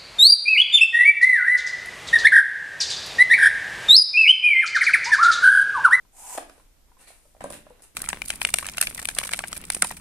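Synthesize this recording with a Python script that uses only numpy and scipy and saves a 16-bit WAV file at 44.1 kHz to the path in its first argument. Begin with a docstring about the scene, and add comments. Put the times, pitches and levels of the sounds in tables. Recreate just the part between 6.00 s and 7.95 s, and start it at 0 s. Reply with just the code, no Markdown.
"""A papery hiss swells as a soft pouch rubs its way out of a small cardboard box, then a hollow pop
as it slips free and the card flexes. Pouch and sleeve rustle; the box is put down and rocks, the
table top booms softly under it, and the pouch crumples alongside.
A stereo pair of microphones hears it all in a small, fairly live room with a low rumble."""
import sys
import numpy as np
from scipy import signal
from scipy.fft import rfft, irfft, next_fast_len
from scipy.io import wavfile
from scipy.ndimage import map_coordinates

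SR = 44100
rng = np.random.default_rng(int(sys.argv[2]) if len(sys.argv) > 2 else 0)


def to_wav(sig):
    """Store sig (one row per channel, or 1-D mono) as 16-bit WAV at the path in sys.argv[1].

    Samples outside -1..1 are clipped; the rate is SR.
    """
    pcm = np.clip(np.atleast_2d(sig), -1, 1) * 32767
    pcm = np.round(pcm).astype(np.int16)
    wavfile.write(sys.argv[1], SR, pcm.T)  # frames by channels


N = 85995

RUB_SLIPS_PER_S, RUB_SPREAD_DB = 14000, 2
# Direct sound at the two microphones. Each row: frequency in Hz, left-right likeness (1 is identical).
DIRECT_LIKENESS = [(300, 0.77), (1000, 0.98), (2200, 0.26), (5000, 0.11), (10000, 0.21)]


def pouch_slide():
    """The pouch judders along the card: a fine hiss, and the air in the box answers, rising a little."""
    # Friction through the pull. Each row: time in seconds, level in dB.
    friction = [(0.122, -68), (.14, -61), (0.194, -46.5), (.25, -45), (.29, -41.5), (.335, -40),
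                (0.358, -39), (.381, -50), (.388, -56), (.42, -68)]
    # Colour of the hiss. Each row: frequency in Hz, relative level in dB.
    hiss_colour = [(1200, -9.5), (1600, -10), (2500, -9), (3300, -14), (4200, -15.5), (5500, -9),
                   (7300, 0.5), (8600, 1), (9800, 1), (11000, -12), (12600, -7), (14400, -17)]
    # The air in the box. Each row: starting frequency in Hz, width in Hz, relative level in dB.
    air_modes = [(725, 130, -2.5), (888, 106, -0.5)]
    judder_db, judder_per_s, hollow_db = 1.1, 140, -8
    times, levels = np.transpose(friction)
    t = np.arange(N) / SR
    judder = map_coordinates(rng.standard_normal(N // 20), [t * judder_per_s])
    level = amp(np.interp(t, times, levels, left=-120, right=-120) + judder_db * judder)
    hiss = coloured(slips(RUB_SLIPS_PER_S, RUB_SPREAD_DB), [(150, -20.5), (500, -11.5)] + hiss_colour)
    pulled = np.interp(t, [times[0], times[-1]], [0, 1])
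    hollow = np.sqrt(1 - pulled) * rubbed(air_modes) + np.sqrt(pulled) * rubbed(air_modes, pitch=1.11)
    return level * panned(-0.5) * (hiss + amp(hollow_db) * hollow)


def card_flexes():
    """The box flexes and pops in the hand, hollow, and too small to radiate bass."""
    # Each row: start in seconds, level in dB, pitch factor, ring length factor, crack in dB, pan in dB.
    flexes = [(.05, -50.5, 1.3, 0.89, -27, -1), (.3505, -26, 0.79, 0.52, -12, 0),
              (.3755, -24.5, 1.5, 0.34, -3, 5.5), (.3782, -14.5, 1.04, 0.24, -21.5, 0),
              (.3812, -11.5, 0.96, 0.74, -23.5, -1), (.428, -35, 1.35, 0.31, -5.5, -5),
              (.496, -40.5, 0.44, 0.42, 3, -1.5), (.579, -41.5, 0.72, 0.55, -10, 5),
              (.598, -44, 1.36, 0.72, -12, 2), (.884, -54.5, 1.25, 1.04, -11, -5),
              (.917, -46.5, 1.22, 1.17, -25, 1), (.968, -51, 1.355, 1.6, -17, -4),
              (1.104, -38.5, 0.9, 1.02, -28, -3), (1.253, -50, 0.78, 1.7, -9, -2),
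              (1.349, -40.5, 0.94, 0.55, -18, -3.5), (1.366, -41.5, 0.8, .8, -15, -4),
              (1.794, -51, 1.05, .6, -7, 18), (1.804, -47.5, 0.9, 0.88, -5, -2)]
    # The card's modes. Each row: base frequency in Hz, relative level in dB, base T60 in seconds.
    card_modes = [(363, -15, 0.035), (644, -7, 0.036), (767.4, 4.5, 0.025), (942, -12.5, 0.036),
                  (1154, -9, 0.035), (1654, -11, 0.021), (2620, -20.5, 0.036), (3580, -21.5, 0.019)]
    # Colour of the crack. Each row: frequency in Hz, relative level in dB.
    crack_colour = [(60, -47), (160, -26), (330, -5), (700, 11), (1600, 4), (3000, -4.5), (5500, -5.5),
                    (8000, -12.5), (10000, -1), (11200, -12), (14400, -26)]
    low_cut = signal.butter(3, 278, "high", fs=SR, output="sos")
    return signal.sosfilt(low_cut, knocks(flexes, card_modes, crack_colour, crack_db=1.5))


def box_landings():
    """Box and hands land on the table, nearer the right microphone, and the box rocks."""
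    # Each row: start in seconds, level in dB, pitch factor, ring length factor, crack in dB, pan in dB.
    landings = [(1.4062, -33, 1.78, 0.44, 0.5, 8), (1.4085, -26.5, 1.27, 0.34, -3.5, -1),
                (1.4168, -40, 1.6, 0.22, 2, -18), (1.4418, -22.5, 1, 1.34, -17, 1),
                (1.4485, -39, 0.79, 0.23, -23, -14), (1.4598, -27, 0.996, 0.47, -29, -4),
                (1.5048, -29.5, 1.008, 1.04, -26, -3), (1.667, -39.5, 1.06, 0.92, -11.5, -1),
                (1.7048, -41, .86, 1.55, -29, 3)]
    # The box on the table. Each row: base frequency in Hz, relative level in dB, base T60 in seconds.
    box_modes = [(316, -8, 0.034), (581, 5.5, 0.046), (676, 3.5, 0.021), (982, 0.5, 0.02),
                 (1050, -6.5, 0.017), (1576, -10, 0.042)]
    # Colour of the crack. Each row: frequency in Hz, relative level in dB.
    crack_colour = [(50, -30), (120, 10), (250, 12), (900, 12), (1800, 11), (3200, -6), (6000, -9),
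                    (8500, -1), (10000, -11), (11200, -19), (14400, -19)]
    right_lead_s = 0.00014
    hits = knocks(landings, box_modes, crack_colour, crack_db=-3.5)
    return filtered(hits, lambda hz: np.exp(1j * np.pi * hz * right_lead_s * np.array([[-1], [1]])))


def table_thuds():
    """The table top booms softly as box and pouch meet it."""
    # Each row: start in seconds, relative level in dB.
    thuds = [(1.409, -40), (1.446, -39.5), (1.531, -54)]
    # The top's modes. Each row: frequency in Hz, relative level in dB, T60 in seconds.
    top_modes = [(97, -4.5, 0.16), (137, -3, 0.13), (179, 2, 0.11), (232, 2.5, 0.24), (290.8, -3.5, 0.35)]
    return sum(amp(db) * .5 * ring(top_modes, since(start)) for start, db in thuds)


def crease_snaps():
    """Creases and edges give way, each in one very short bright burst."""
    # Each row: start in seconds, level in dB, pan in dB.
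    snaps = [(0.3795, -26, 3), (1.4402, -28, 2.5), (1.5012, -38.5, -18), (1.5039, -29.5, -5),
             (1.5241, -29, 2), (1.6997, -50.5, 0), (1.822, -44.5, -7)]
    # Colour of a snap. Each row: frequency in Hz, relative level in dB.
    snap_colour = [(500, 2.5), (2000, -16), (4000, -6), (6000, -11), (8000, -1.5), (10000, 4),
                   (11500, -20.5), (14400, -9.5)]
    t60_s, attack_s = 0.011, 0.00022
    out = np.zeros((2, N))
    crisp = coloured(rng.standard_normal((2, N)), snap_colour)
    for start, db, pan_db in snaps:
        t = since(start)
        out += amp(db - 60 * t / t60_s) * (1 - np.exp(-t / attack_s)) * panned(pan_db) * crisp
    return out


def rustles():
    """Folds of pouch and sleeve give way in showers of slips; the pouch rubbing against a shirt adds a papery
    rasp."""
    # Each row: start, attack, hold and T60 in seconds, then crisp level, body level and pan in dB.
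    folds = [(0.46, 0.021, 0.11, 0.38, -66, -68, -3), (0.974, .035, 0.015, 0.34, -56, -58.5, -1),
             (1.071, 0.0053, 0.027, 0.24, -56.5, -59.5, 0), (1.13, .03, 0.13, 1, -68, -82, 1),
             (1.407, 0.0017, 0.049, 0.23, -62.5, -54, 0.5), (1.499, 0.0025, 0.012, .04, -50.5, -54, 7),
             (1.526, 0.0055, 0.0079, .17, -43, -44.5, -0.5), (1.644, 0.018, 0.11, 0.43, -73.5, -66.5, -4),
             (1.819, 0.0031, 0.0045, 0.077, -51.5, -69, 1), (1.832, 0.0017, 0.0038, 0.18, -54.5, -59.5, .5)]
    # A rustle's crisp top and its body. Each row: frequency in Hz, relative level in dB.
    crisp_colour = [(2000, -41), (5000, -12), (7000, -8.5), (8500, -1.5), (10000, -0.5), (11200, -9.5),
                    (14400, -16.5)]
    body_colour = [(100, -37), (300, -3), (650, 0.5), (900, 0.5), (1400, -3.5), (1750, -2), (2250, -4.5),
                   (2700, -1), (3250, -10), (3900, -4.5), (4700, -17), (8000, -26)]
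    # The pouch rubbing against a shirt. Each row: start, attack, hold and T60 in seconds, level in dB.
    brushes = [(0.994, 0.039, 0.022, 0.15, -64.5), (1.067, .005, 0.012, .2, -55)]
    # Resonances of the rasp. Each row: frequency in Hz, width in Hz, relative level in dB.
    rasp_modes = [(1030, 120, -7), (1780, 180, -2.5), (2290, 250, 1.5), (4300, 500, -3)]
    slips_per_s, spread_db = 5000, -1
    crisp = coloured(slips(slips_per_s, spread_db), crisp_colour)
    body = coloured(slips(slips_per_s, spread_db), body_colour)
    out = rubbed(rasp_modes) * sum(amp(db) * stroke(*timing) for *timing, db in brushes)
    for *timing, crisp_db, body_db, pan_db in folds:
        out += stroke(*timing) * panned(pan_db) * (amp(crisp_db) * crisp + amp(body_db) * body)
    return out


def room_tail(direct):
    """The near walls return a diffuse tail in which each frequency dies at its own speed."""
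    # The room's decay. Each row: frequency in Hz, T60 in seconds.
    decay_times = [(150, 0.8), (600, 0.3), (2500, 0.42), (8000, 0.28), (13000, 0.25)]
    # Colour of the tail. Each row: frequency in Hz, relative level in dB.
    tail_colour = [(100, -6), (250, 2), (600, -6.5), (2500, -1.5), (9000, -3.5), (14000, -2)]
    # Width of the tail. Each row: frequency in Hz, left-right likeness.
    likeness = [(200, 0.92), (600, 0.57), (1200, 0), (2500, 0)]
    delay_s = .004
    hz, t, noise = signal.stft(rng.standard_normal((2, N)), SR, nperseg=256)
    t60 = along(decay_times, hz)[:, None]
    fade = amp(along(tail_colour, hz)[:, None] - 60 * t / t60)
    fade *= np.sqrt(2 * np.log(1000) / (t60 * SR))  # a longer decay carries no more energy
    tail = signal.istft(noise * fade, SR, nperseg=256)[1][:, :N]
    tail = stereo(tail, likeness) * (since(delay_s) > 0)
    return signal.fftconvolve(direct, tail, axes=1)[:, :N]


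def room_tone():
    """A steady low rumble and faint hiss all round the microphones."""
    # Colour of the room tone. Each row: frequency in Hz, relative level in dB.
    tone_colour = [(12, -5), (25, 4.5), (38, -2.5), (55, -5), (85, -10.5), (120, -19), (240, -18),
                   (400, -21.5), (800, -24.5), (1500, -28.5), (4000, -30.5), (9000, -30), (14400, -32)]
    # Its width. Each row: frequency in Hz, left-right likeness.
    likeness = [(40, 0.74), (200, 0.37), (1000, 0.22), (5000, 0.033)]
    return amp(-58.5) * coloured(rng.standard_normal((2, N)), tone_colour, likeness)


def microphone_ports(x):
    """The two microphone ports colour the treble differently."""
    # Each row: frequency in Hz, left minus right in dB.
    balance = [(60, -1.5), (200, 0), (1100, -1), (1700, 0), (4000, .5), (7200, -3.5), (8600, -2), (9700, 5),
               (11000, 3), (12600, 5), (14400, 1)]
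    return filtered(x, lambda hz: amp(along(balance, hz) * np.array([[.5], [-.5]])))


def knocks(contacts, modes, crack_colour, crack_db):
    """Each contact rings the card, more or less damped by the hand, and adds a short dry crack."""
    crack_t60_s, crack_attack_s = 0.019, 0.0008
    out = np.zeros((2, N))
    for start, db, pitch, length, hard_db, pan_db in contacts:
        t = since(start)
        crack = coloured(rng.standard_normal((2, N)), crack_colour)
        crack *= amp(hard_db + crack_db - 60 * t / crack_t60_s) * (1 - np.exp(-t / crack_attack_s))
        out += amp(db) * panned(pan_db) * (.5 * ring(modes, t, pitch, length) + crack)
    return out


def ring(modes, t, pitch=1, length=1, attack_s=0.00076):
    """Damped modes set off at t = 0, their levels a little different at each strike."""
    tones = sum(amp(db + rng.normal(0, 1) - 60 * t / (t60 * length)) * np.sin(2 * np.pi * hz * pitch * t)
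                for hz, db, t60 in modes)
    return tones * (1 - np.exp(-t / attack_s))


def rubbed(modes, pitch=1):
    """A stream of slips through broad resonances, rms 1."""
    def response(hz):
        return sum(amp(db) * (-1) ** k * 1j * hz * width
                   / ((centre * pitch) ** 2 - hz * hz + 1j * hz * width)
                   for k, (centre, width, db) in enumerate(modes))
    return unit(stereo(filtered(slips(RUB_SLIPS_PER_S, RUB_SPREAD_DB), response), DIRECT_LIKENESS))


def slips(per_s, spread_db):
    """Tiny stick-slip impulses of uneven size at random moments."""
    size = amp(spread_db * np.minimum(rng.exponential(size=N), 4))
    return (rng.random(N) < per_s / SR) * size * rng.standard_normal((2, N))


def stroke(start, attack, hold, t60):
    """Attack, hold and release of one movement."""
    return np.minimum(since(start) / attack, 1) * amp(-60 * since(start + attack + hold) / t60)


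def coloured(pair, spectrum, likeness=DIRECT_LIKENESS):
    """A stereo texture of rms 1 with a given spectrum."""
    return unit(stereo(filtered(pair, lambda hz: amp(along(spectrum, hz))), likeness))


def stereo(pair, likeness):
    """Two unrelated signals blended to a given left-right likeness."""
    turn = lambda hz: np.arccos(np.clip(along(likeness, hz), -1, 1)) / 2
    mid, side = filtered(pair, lambda hz: np.array([np.cos(turn(hz)), np.sin(turn(hz))]))
    return np.array([mid + side, mid - side])


def filtered(x, response):
    """x through a complex frequency response."""
    size = next_fast_len(N + SR // 2)
    return irfft(rfft(x, size) * response(np.fft.rfftfreq(size, 1 / SR)), size)[..., :N]


def panned(pan_db):
    """Left and right gains, the left louder by pan_db."""
    return amp(np.array([[pan_db], [-pan_db]]) / 2)


def since(start):
    """Seconds since a moment, zero before it."""
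    return np.maximum(np.arange(N) / SR - start, 0)


def along(points, hz):
    """(Hz, value) points interpolated on a log frequency axis."""
    freqs, values = np.transpose(points)
    return np.interp(np.log(hz + 1), np.log(freqs + 1), values)


def unit(x):
    """Scaled to rms 1."""
    return x / np.sqrt(np.mean(x ** 2) + 1e-20)


def amp(db):
    """Decibels to gain."""
    return 10 ** (np.asarray(db) / 20)


def scene():
    """The handling and its reverberation reach the microphones, over the room tone."""
    direct = pouch_slide() + card_flexes() + box_landings() + table_thuds() + rustles() + crease_snaps()
    return microphone_ports(direct + room_tail(direct)) + room_tone()


def record(dry):
    """The recorder keeps nothing above 14.4 kHz."""
    return filtered(dry, lambda hz: hz < 14400)


dry = scene()
out = record(dry)
to_wav(out)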